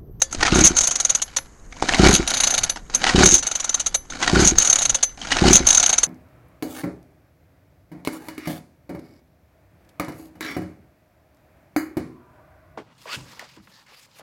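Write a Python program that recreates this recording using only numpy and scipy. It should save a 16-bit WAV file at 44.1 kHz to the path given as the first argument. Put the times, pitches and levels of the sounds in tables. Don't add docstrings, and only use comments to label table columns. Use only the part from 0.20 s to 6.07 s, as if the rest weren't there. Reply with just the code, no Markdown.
import sys
import numpy as np
from scipy import signal
from scipy.io import wavfile
from scipy.ndimage import uniform_filter1d

SR = 44100
rng = np.random.default_rng(int(sys.argv[2]) if len(sys.argv) > 2 else 0)


def nominal_scale(level):
    x = np.asarray(level, float) / 20
    return 10 ** x


def to_wav(sig):
    pcm = np.clip(np.atleast_2d(sig), -1, 1) * 32767
    pcm = np.round(pcm).astype(np.int16)
    wavfile.write(sys.argv[1], SR, pcm.T)


N = 258773


def evened(x):
    return x / np.sqrt(np.mean(x ** 2) + 1e-20)


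def add(mix, s, sound):
    part = mix[max(round(s * SR), 0):][:len(sound)]
    part += sound[:len(part)]


def colour(x, points):
    f, db = np.transpose(points)
    bins_hz = abs(np.fft.fftfreq(4096, 1 / SR))
    log_gain = np.log(nominal_scale(np.interp(np.log(bins_hz + 1), np.log(f), db)))
    taps = np.fft.ifft(np.exp(np.conj(signal.hilbert(log_gain)))).real[:2048]
    return signal.oaconvolve(x, taps / np.linalg.norm(taps))[:len(x)]


def resonate(x, hz, width):
    r = np.exp(-np.pi * width / SR)
    angle = 2 * np.pi * hz / SR
    rung = signal.lfilter([np.sqrt(1 - r ** 2)], [1, -2 * r * np.cos(angle), r * r], x)
    return rung * 2 * np.sin(angle)


def ringing(modes, seconds):
    t = np.arange(round(seconds * SR)) / SR
    return sum(nominal_scale(db - 60 * t / t60) * np.cos(2 * np.pi * hz * t) for hz, db, t60 in modes)


def chatter(ms, swell, tail, tail_ms, grit_db):
    t = np.arange(4000) / SR * 1000
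    ms = np.clip(ms, 1.3, 40)
    top = min(swell * ms, 3.8)
    spread = np.where(t < top, 1.24 * top, 1.06 * ms)
    main = np.exp(-((t - top) / spread) ** 2)
    shape = (1 - np.exp(-t / 1.44)) * (main + tail * np.exp(-t / tail_ms))
    noise, grit = rng.standard_normal((2, len(t)))
    return shape * noise * nominal_scale(grit_db * evened(uniform_filter1d(grit, size=30)))


# frequency in Hz, density in dB per Hz.
YARD = [(88, -19), (150, -0.5), (1010, -4.5), (1220, -5.5), (1720, -7), (4350, -30.5), (6610, -9),
        (10400, -26), (11600, -24), (15100, -28.5), (22000, -120)]


def quiet_yard():
    return nominal_scale(-55.5) * evened(colour(rng.standard_normal(N), YARD))


# middle in seconds, half width in seconds, level in dB.
GUSTS = [(.08, 0.15, -43), (1.2, 0.2, -44.5), (1.47, 0.082, -41.5), (2.43, 0.042, -34.5), (2.62, 0.23, -42),
         (3.7, 0.14, -42), (3.95, .05, -51), (4.7, 0.065, -35.5), (.2, 0.032, -29), (.58, 0.061, -38),
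         (4.36, 0.048, -28.5), (5.46, 0.058, -30.5)]
# frequency in Hz, density in dB per Hz.
AIR = [(15, -3.5), (45, -2.5), (90, -12), (200, -18.5), (500, -26.5), (1300, -87.5), (3000, -120)]


def breeze():
    t = np.arange(N) / SR
    gust_db = np.max([db - 6 * ((t - s) / width) ** 2 for s, width, db in GUSTS], axis=0)
    still_db = -47.5
    return nominal_scale(np.maximum(gust_db, still_db)) * evened(colour(rng.standard_normal(N), AIR))


# start in seconds, level in dB, chatter in ms.
SLIPS = [(0, -37.5, 11), (.0168, -6, 4.5), (.0188, -1.5, 2), (.110, -34.5, 9.2), (.1255, -12.5, 2.3),
         (.3448, -16, 43), (.3875, -9, 3.7), (.405, -8, 7.1), (1.8608, -22, 9.2), (1.8827, -12, 7.2),
         (1.907, -13.5, 4.7), (2.7452, -9, 9.9), (3.034, -10, 12.5), (3.178, -15, 16), (3.899, -28, 8.7),
         (4.1992, -16, 44), (5.306, -12.5, 12)]
# time in seconds, level in dB,
# chatter in ms.
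SKIPS = [(0.438, -9.5, 4), (0.4438, -1.5, 3.7), (.450, -3.5, 1.8), (0.4528, 1, 2.4), (.4575, 4.5, 1.1),
         (0.464, 3.5, 1.8), (0.4701, -5, 3.9), (0.4753, -1.5, 1.9), (.4775, -9, 1.8),
         (1.927, -10.5, 4.6), (1.938, -6.5, 5), (1.949, -1.5, 4.1), (1.96, -12.5, 5),
         (3.0584, 1, 3.6), (3.0629, 1, 1.5), (3.067, -9, 2.1), (3.077, -12, 2), (3.0855, -18, 2.9),
           (3.089, -2, 1.8), (3.102, -14, 1.6), (3.1105, -5, 2), (3.116, -8, 3), (3.1206, -5, 3.3),
           (3.132, -9, 3), (3.14, -2.5, 2.8), (3.144, 2.5, 0.81), (3.1506, 4.5, 1.3), (3.161, -13.5, 5),
         (4.2498, -5, 4.8), (4.2658, -6, 3.1), (4.2748, 7.5, 1.2),
         (5.33, 0.5, 4.4), (5.339, -5.5, 1.95), (5.345, -8.5, 2), (5.348, -12, 1.8), (5.355, 2.5, 2.7),
           (5.3648, -3, 2.9), (5.3663, -7, 1.2), (5.371, -11, 3)]
# start in seconds, level in dB, chatter in ms.
REWIND_1 = [(0.565, -8, 7.6), (0.585, -4, 4.7), (0.6075, -7, 8.3), (0.633, -10.5, 16.5), (0.67, -5, 6.5),
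            (0.7086, -10, 11), (0.754, -9.5, 8.3), (0.7993, -7, 7.3), (0.848, -5, 5.2), (0.8938, -9, 12),
            (0.9483, -8, 7), (1.017, -8.5, 9.2), (1.1635, -7.5, 8.9)]
REWIND_2 = [(2.0742, -10, 5.4), (2.1018, -10.5, 5.1), (2.137, -15, 9.9), (2.168, -14, 13),
            (2.2008, -8.5, 7.6), (2.233, -9, 11.5), (2.2684, -10.5, 8.5), (2.3034, -8.5, 5.2),
            (2.338, -13, 10.6), (2.377, -10.5, 9.5), (2.4324, -9.5, 9), (2.494, -12, 8.1)]
REWIND_3 = [(3.2252, -15.5, 7.5), (3.266, -11.5, 8.2), (3.3122, -12, 5.8), (3.3512, -12, 8.2),
            (3.3975, -15, 8.7), (3.441, -12, 7.3), (3.492, -11, 5.2), (3.5415, -10.5, 7.8),
            (3.596, -12, 12), (3.6606, -11, 12.6), (3.743, -8, 9.1)]
REWIND_4 = [(4.3832, 0, 3.1), (4.3987, -8.5, 3.8), (4.419, -6.5, 6.6), (4.4463, -8, 9.5),
            (4.472, -1.5, 2.7), (4.4959, -7, 11.4), (4.526, -5.5, 6.4), (4.5554, -6.5, 5.2),
            (4.584, -10.5, 8.7), (4.616, -8.5, 15.4), (4.6509, -7, 7.2), (4.693, -8.5, 10.3),
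            (4.7446, -7.5, 9.6), (4.8266, -7, 11.8)]
REWIND_5 = [(5.467, -3.5, 5.7), (5.4866, -3, 4.5), (5.504, 0.5, 4.6), (5.5268, -5.5, 4.1),
            (5.5455, -3.5, 6.8), (5.5711, -4.5, 6.6), (5.5972, -5.5, 5.6), (5.6264, -6.5, 8.7),
            (5.659, -5.5, 6.3), (5.691, -8, 10), (5.7271, -8.5, 10.7), (5.7801, -5, 6.1), (5.8306, -6, 9.3)]
REWINDS = (REWIND_1, REWIND_2, REWIND_3, REWIND_4, REWIND_5)
# time in seconds, rim strike in dB, loudest
# patch in Hz, cover in dB against the click.
LANDS = [(0.5683, 20.5, 6380, -14), (0.5868, 0, 6360, -22), (0.6087, -3, 6580, -30),
         (0.6356, -7, 6200, -14.5), (0.6711, 3, 6430, -41), (0.715, -9, 6170, -14),
         (0.7559, -12.5, 6600, -20.5), (0.8003, -6, 6600, -15.5), (0.8497, -3, 6550, -18),
         (0.8976, 6, 6580, -14.5), (0.9504, -11, 6540, -20), (1.0198, -5, 6540, -24.5),
         (1.1669, 3, 6150, -11),
         (2.0783, -14, 5930, -6), (2.1027, -14, 6720, -6), (2.1387, -16, 6100, 2),
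           (2.1696, -14, 6230, -12), (2.206, -2, 6470, -7), (2.2389, -6, 6100, -4), (2.2714, -8, 6220, -2),
           (2.3088, 7, 6540, -14), (2.3402, -16, 6440, -2), (2.3821, -5, 6200, -2), (2.437, -15, 6300, -12),
           (2.4968, -7, 6190, -6),
         (3.2233, -14, 6030, -9.5), (3.2682, -10, 6380, -12.5), (3.3131, -8, 6240, -15),
           (3.356, -16, 6170, -15.5), (3.3999, -13, 6060, -13.5), (3.4423, -7, 6530, -13.5),
           (3.4927, 0, 6080, -14.5), (3.5446, -9, 6300, -13), (3.5975, -8, 6220, -17),
           (3.6678, -9, 6420, -15), (3.7456, 3.5, 6600, -9.5),
         (4.3848, 1, 6250, -12), (4.4237, -6, 6460, -17), (4.4457, -16, 6730, -17),
           (4.4741, -7, 6310, -15), (4.5006, -10, 6320, -33), (4.5275, -2, 6350, -12),
           (4.5594, -5, 6730, -15), (4.5864, -8, 6700, -13), (4.6178, -13, 6450, -17.5),
           (4.6517, -11, 6330, -12), (4.6956, -7, 6620, -13.5), (4.748, -12, 6280, -14),
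           (4.8303, 4, 6490, -15),
         (5.4698, 1.5, 6370, -23), (5.4883, -3, 6480, -21), (5.5062, 0, 6430, -33),
           (5.5277, -1, 6800, -18), (5.5506, 2, 6430, -23), (5.5741, -2, 6400, -21), (5.601, -4, 6090, -15),
           (5.6304, -11, 6300, -13), (5.6604, -6, 6320, -22), (5.6928, -11, 6320, -9),
           (5.7302, -8, 6380, -8.5), (5.7826, -5, 6210, -16), (5.833, 4.5, 6440, -12)]
# spring rasp in dB, cup whine in dB,
# cover in dB against the click.
GRIP = [
    (-35.5, -23, 4),
    (-30.5, -26.5, 2),
    (-37.5, -32.5, 6),
    (-33.5, -26, 4.5),
    (-31.5, -26.5, 3.5),
]
PATCH_MIDDLE_HZ = 6380


def clicks():
    skips = SKIPS
    loose = SLIPS + [(s - 0.00093, db + 1, ms) for s, db, ms in skips]
    rows = []
    for (s, db, ms), (place, uneven) in zip(loose, rng.uniform(-1.1, 1, (len(loose), 2))):
        rows.append((s, db, ms, db, PATCH_MIDDLE_HZ + 200 * place, -17 - 12 * uneven))
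    lands = LANDS
    for run, (_, _, grip_db) in zip(REWINDS, GRIP):
        for s, db, ms in run:
            _, rim_db, hz, cover_db = min(lands, key=lambda land: abs(land[0] - s))
            rows.append((s, db - 1, ms, rim_db, hz, cover_db + grip_db))
    return rows


# frequency in Hz, level in dB, t60 in
# seconds.
CUP = [(538, -31, .22), (1750, -40, .25), (2035, -43, .5), (3424, -38, .3), (3849, -41, .3),
       (4290, -38, .15), (4710, -40, .25), (5670, -28, .08), (5880, -20, .07), (6030, -14, .05),
       (6190, -15, .05), (6300, -14, .04), (6438, -12, .04), (6535, -20, .09), (6740, -16, .045),
       (7055, -20, .1),
       (5103, -48, .35), (7354, -30, .1), (7780, -25, .06), (8460, -29, .06), (9095, -20, .06),
          (9920, -26, .06), (10500, -27, .04), (10850, -21, .04), (11235, -34, .11), (11900, -18, .07),
          (12950, -31, .09), (13400, -36, .05)]
# time in seconds, treble in dB, long ring in dB.
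FACING = [(0, -9, -24), (1.2, 2, -14), (1.95, 9, -6), (2.2, 10.5, -2), (2.5, 7, 2), (2.75, -1, 7.5),
          (3.75, 2, -3), (4.3, 0.5, -21), (4.83, 1, 5), (5.35, 2, 1), (5.87, 1, -1.5)]
# frequency in Hz, width in Hz, level in dB.
HOUSING = [(760, 220, -7), (1430, 110, -6), (2300, 250, -10), (2990, 200, -8), (3850, 190, 0),
           (4350, 260, 0)]
# frequency in Hz, density in dB per Hz.
TICK = [(300, -33.5), (3000, 5), (5500, 13), (7000, -26), (9000, 7), (11500, 4), (13200, -20),
        (15000, -30.5), (20000, -91)]
# frequency in Hz, density in dB per Hz.
ROPE = [(260, -32), (450, -2.5), (591, -1.5), (715, 7), (1320, -5), (1430, 5), (2460, -7.5), (6560, -6.5),
        (11600, -22.5), (15100, -52.5), (22000, -120)]


def ratchet():
    patch, cover, strike, *spots = np.zeros((9, N))
    rows = clicks()
    for (s, db, ms, rim_db, hz, cover_db), spot in zip(rows, rng.integers(0, len(spots), len(rows))):
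        hit = chatter(ms, swell=0.54, tail=0.29, tail_ms=12.5, grit_db=1.5)
        add(spots[spot], s, nominal_scale(db) * hit)
        add(strike, s + .002, nominal_scale([rim_db + 23.0]))
        opposite = nominal_scale(-5) * resonate(hit, 2 * PATCH_MIDDLE_HZ - hz, 150)
        add(patch, s, nominal_scale(db) * (resonate(hit, hz, 150) + opposite))
        add(cover, s, nominal_scale(db + cover_db) * hit)
    s, *facing = np.transpose(FACING)
    treble_db, ring_db = (np.interp(np.arange(N) / SR, s, column) for column in facing)

    modes = CUP
    rung = np.zeros(N)
    for x, scatter_db in zip(spots, 4 * rng.standard_normal((len(spots), len(modes)))):
        cup = ringing([(hz, db + d, t60) for (hz, db, t60), d in zip(modes, scatter_db)], .35)
        rung += signal.oaconvolve(x, cup / np.linalg.norm(cup))[:N]
    treble = signal.sosfilt(signal.butter(4, 7900, "high", fs=SR, output="sos"), rung)
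    rung += nominal_scale(treble_db - 4.0) * treble

    rim = resonate(nominal_scale(ring_db) * strike, 6138, 11)
    boxy = sum(nominal_scale(db) * resonate(cover, hz, width) for hz, width, db in HOUSING)
    tick = nominal_scale(treble_db) * colour(sum(spots), TICK)
    whole = nominal_scale(-14.5) * rung + nominal_scale(-26.0) * rim + nominal_scale(-12) * patch + nominal_scale(-23.0) * tick
    whole += nominal_scale(-19.0) * boxy + nominal_scale(-22.0) * colour(cover, ROPE)
    return signal.sosfilt(signal.butter(2, 450, "high", fs=SR, output="sos"), whole)


# frequency in Hz, level in dB, t60 in seconds.
FRAME = [(538, 0, .21), (640, -12, .2), (1750, -12, .25), (2035, -15, .45), (3424, -20, .25),
         (4290, -19, .25), (4710, -21, .35)]
# frequency in Hz, level in dB, t60 in seconds.
EDGE = [(6094, -4, .24), (6535, -6, .2), (7058, 0, .14), (9098, -6, .12), (11000, 0, .16), (11237, 6, .2),
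        (11890, 14, .2)]
# time in seconds, frame in dB, cup edge in dB.
LAST = [
    (.019, -64, -52),
    (1.019, -50, -44),
    (1.166, -40, -40),
    (2.496, -48, -44),
    (2.747, -50, -44),
    (3.746, -42, -40),
    (4.83, -48, -42),
    (5.833, -48, -42),
]


def afterring():
    out = np.zeros(N)
    for s, frame_db, edge_db in LAST:
        sound = nominal_scale(frame_db) * ringing(FRAME, .35) + nominal_scale(edge_db) * ringing(EDGE, .35)
        add(out, s, sound * np.minimum(np.arange(len(sound)) / 200, 1))
    return out


# first turn in seconds, strength in dB, pace (1 = usual),
# stall before the last two turns in seconds.
PULLS = [
    (.3258, -2.5, 1, .002),
    (1.7984, 2.5, 1.069, .007),
    (2.9487, 0, .99, -.001),
    (4.1335, -1, 1.018, .0045),
    (5.2218, -.6, .975, .008),
]
# time from first turn in seconds, level in dB.
STROKE = [
    (-.3, -61.5),
    (-.2, -38),
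    (-.14, -36),
    (-.08, -28),
    (-.02, -27.5),
    (0.068, -16.5),
    (.15, -28.5),
    (.23, -37),
    (.33, -63),
]
TAUT_S = [.11, 1.622, 2.698, 3.899, 4.974]
# start in seconds, length in seconds, whine in dB.
WHIRLS = [
    (0.427, 0.035, -15.5),
    (1.926, 0.058, -21),
    (3.055, 0.091, -11.5),
    (4.244, 0.06, -13),
    (5.34, 0.028, -6),
]


def motion():
    t, (s, db) = np.arange(N) / SR, np.transpose(STROKE)
    slack_db = -8
    efforts = [np.interp(t, start + pace * s, db + strength) + slack_db * (t < taut)
               for (start, strength, pace, _), taut in zip(PULLS, TAUT_S)]
    effort_db = np.max(efforts, axis=0)
    rasp_db, whine_db = effort_db, 0.68 * effort_db - 15
    for run, (spring_db, cup_db, _) in zip(REWINDS, GRIP):
        at = np.array(run)[:, 0]
        octaves = np.log2(1 / np.diff(at) / 30)
        times = np.r_[at[0] - 0.079, (at[1:] + at[:-1]) / 2, at[-1] + 0.11]
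        speed = np.interp(t, times, np.r_[-4, octaves, -4], left=-9, right=-9)
        rasp_db = np.maximum(rasp_db, spring_db + 5.5 * speed)
        whine_db = np.maximum(whine_db, cup_db + 13 * speed)
    for start, length, cup_db in WHIRLS:
        rise_db, fall_db = 4000 * np.maximum(start - t, 0), 1500 * np.maximum(t - start - length, 0)
        whine_db = np.maximum(whine_db, cup_db - rise_db - fall_db)
    settle_db = 94 * t
    shake_db = np.maximum.accumulate(0.81 * effort_db - 4.5 + settle_db) - settle_db
    return rasp_db, np.maximum(shake_db, rasp_db - 6), whine_db


# frequency in Hz, density in dB per Hz.
RUMBLE = [(12, -14), (20, 20.5), (81, 2), (206, 2), (263, 7), (420, -10.5), (520, 0), (600, -23.5),
          (780, -17), (1320, -120)]


def drag():
    rope_db, rumble_db, whine_db = motion()
    fibres, shaking, rubbing, lumps, slips = rng.standard_normal((5, N))
    lumps_db = 2.8 * evened(uniform_filter1d(lumps, size=260))
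    slips_db = 3.4 * evened(uniform_filter1d(slips, size=36))
    grain = nominal_scale(lumps_db + slips_db)
    wander = nominal_scale(5.0 * evened(uniform_filter1d(rng.standard_normal((len(HOUSING), N)), size=900)))
    boxy = sum(w * np.sqrt(1000 / hz) * resonate(fibres * grain, hz, width)
               for (hz, width, _), w in zip(HOUSING, wander))
    rasp = evened(evened(colour(fibres * grain, ROPE)) + nominal_scale(-1.0) * evened(boxy))
    rumble = nominal_scale(np.minimum(rumble_db, -26) - 4.5) * evened(colour(shaking, RUMBLE))
    whine = evened(resonate(resonate(rubbing * grain, 6620, 1050), 6490, 410))
    return nominal_scale(rope_db + 0.98) * rasp + rumble + nominal_scale(whine_db - 5.0) * whine


# time in seconds, peak in dB,
# ring in Hz, scrape in ms.
BITES = [(.204, -17, 1500, 23), (0.2275, -1.5, 1790, 7.4), (0.251, -8.5, 1940, 12), (0.262, -7, 2270, 14.5),
         (0.279, -8.5, 1400, 11), (.318, -15, 2650, 11), (1.785, -14.5, 2890, 8), (1.815, -19, 3600, 1.7),
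         (1.687, -8, 1840, 10), (1.7375, -6, 2700, 1.4), (1.745, -5, 2090, 4.6), (1.829, -23, 1260, 7),
         (1.869, -7, 1540, 7.1), (1.622, -14, 490, 7.8), (2.833, -13.5, 885, 7.4), (2.988, -6, 1380, 8.1),
         (2.841, -3, 1940, 3.7), (2.851, -9, 1700, 3.4), (2.8659, -4, 1910, 6.3), (2.875, -9, 2980, 8.9),
         (2.8912, -3.5, 1910, 7.2), (2.9065, -6, 1480, 4.5), (2.937, -14, 1390, 6.8), (2.99, -10, 730, 41),
         (4.014, -16, 1510, 16), (4.025, -6, 2000, 11.2), (4.043, -12, 2520, 4.9), (4.076, -5, 1900, 6.6),
         (4.096, -8.5, 1120, 5.1), (4.123, -32, 1400, 7.4), (4.148, -12, 1100, 10.4),
         (5.106, -13, 2900, 63), (5.118, -4.5, 2000, 7.8), (5.167, -7, 1820, 5.4),
         (5.185, -11.5, 2640, 7.4), (5.211, -17, 1130, 14)]
# time in seconds, peak in dB, ring in Hz.
TAPS = [(0.128, -17, 1420), (0.148, -10.5, 674), (1.186, -17, 1455), (1.525, -22, 2234), (1.567, -25, 950),
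        (1.625, -12, 900), (1.657, -22, 2400), (2.011, -27, 2310), (5.394, -15, 3900), (5.426, -20, 2200),
        (2.699, -18.5, 4600), (3.852, -38, 1140), (2.560, -14.5, 990), (2.571, -18.5, 1500),
        (2.698, -28.5, 830), (2.739, -12, 3900), (2.818, -15, 3000), (3.577, -22, 2260),
        (3.902, -17.5, 3620), (3.923, -19, 1460), (3.956, -27, 1900), (3.971, -41, 1320),
        (4.357, -18.5, 1790), (4.813, -29, 3750), (4.975, -23, 794), (5.015, -15.5, 3120),
        (5.05, -18, 1700), (5.072, -14.5, 3080)]
# time in seconds, peak in dB, width in ms.
THUDS = [
    (1.625, 9, 0.35),
    (1.6353, -6, 0.41),
    (1.6414, -1.5, 0.94),
]
# frequency in Hz, density in dB per Hz.
SCRAPE = [(59, -11), (100, -14), (281, 5.5), (576, -6.5), (746, 8.5), (1250, 1.5), (1860, 4.5), (2230, 1.5),
          (5400, -0.5), (6530, 1.5), (7600, -9.5), (8970, -10.5), (11600, -45), (15100, -50), (22000, -120)]


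def knocks():
    wide, tone = np.zeros((2, N))
    tap_ms = 4
    for s, db, hz, ms in BITES + [(*tap, tap_ms) for tap in TAPS]:
        hit = nominal_scale(db) * chatter(ms, swell=.2, tail=.2, tail_ms=18, grit_db=4.0)
        add(wide, s - .0015, nominal_scale(0.11 * db) * hit)
        add(tone, s - .0015, resonate(hit, hz, 160))
    for s, db, ms in THUDS:
        u = np.arange(-200, 200) / SR * 1000 / ms
        add(tone, s - 200 / SR, -nominal_scale(db + 7.0) * (1 - 1.35 * u ** 2) * np.exp(-u ** 2))
    return nominal_scale(-11.5) * colour(wide, SCRAPE) + nominal_scale(-20.5) * tone


# pop in dB, second port in dB, lowest mode in dB.
TURNS = [
    (-1.5, -5.5, 3.5),
    (0, 4.5, -2.5),
    (1.5, -26, -4),
    (0, 1.5, -1.5),
    (-12.5, -13, 10),
    (-8, -12.5, -4.5),
]
# time of each turn after the first, in seconds.
TURN_S = [0, .0335, .0612, .089, .121, .18]
STALLED = [0, 0, 0, 0, 1, 1]


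def puffs():
    return [(start + pace * s + stall * share, db + pop_db, db + second_db, low_db)
            for start, db, pace, stall in PULLS
            for s, share, (pop_db, second_db, low_db) in zip(TURN_S, STALLED, TURNS)]


# frequency in Hz, level in dB, t60 in seconds.
PIPE = [(190, -7.5, 0.027), (339, -8, 0.14), (367, -5.5, 0.093), (259, -19.5, 0.17), (459, -17.5, 0.057),
        (620, -24, .025)]


def exhaust():
    t = np.arange(-200, 200) / SR
    blow = np.exp(-(t / 0.00088) ** 2) - 0.44 * np.exp(-((t + 0.0024) / 0.0011) ** 2)
    out = np.zeros(N)
    chances = rng.standard_normal((len(PULLS) * len(TURNS), 2))
    for (s, db, second_db, low_db), (detune, late) in zip(puffs(), chances):
        modes = [(hz * (1 + 0.03 * detune), d + low_db * (hz == PIPE[0][0]), t60) for hz, d, t60 in PIPE]
        pipe = ringing(modes, 0.18)
        pop = np.convolve(pipe, blow) / 48
        u = np.arange(len(pipe)) / SR
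        heave = -.28 * np.sin(2 * np.pi * 56 * u) * nominal_scale(-60 * u / .15) * (1 - np.exp(-u / .003))
        add(out, s + t[0], nominal_scale(db) * pop)
        add(out, s + t[0] + 0.0103 + 0.00041 * late, nominal_scale(second_db - 8.0) * pop)
        add(out, s, nominal_scale(db) * heave)
    return out


def scene():
    near = ratchet() + knocks() + exhaust() + drag() + afterring()
    bounce = np.zeros(N)
    add(bounce, .0031, nominal_scale(-27.0) * near)
    return (near + bounce + quiet_yard() + breeze())[None]


def top_cut(x):
    return signal.sosfilt(signal.butter(12, 13800, fs=SR, output="sos"), x)


# frequency in Hz, gain in dB.
MIC = [(100, 0), (11400, 0), (11900, -24), (13100, -19), (14500, -32), (22000, -50)]
# frequency in Hz, density in dB per Hz.
HISS = [(3000, -17), (9000, -3), (12400, 6), (13000, -27), (22000, -78)]


def record(dry):
    heard = nominal_scale(-2.8) * colour(dry[0], MIC)[None]
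    heard = heard + nominal_scale(-77.5) * evened(colour(rng.standard_normal(N), HISS))
    return top_cut(np.clip(heard, -.99, .99))


dry = scene()
out = record(dry)
to_wav(out)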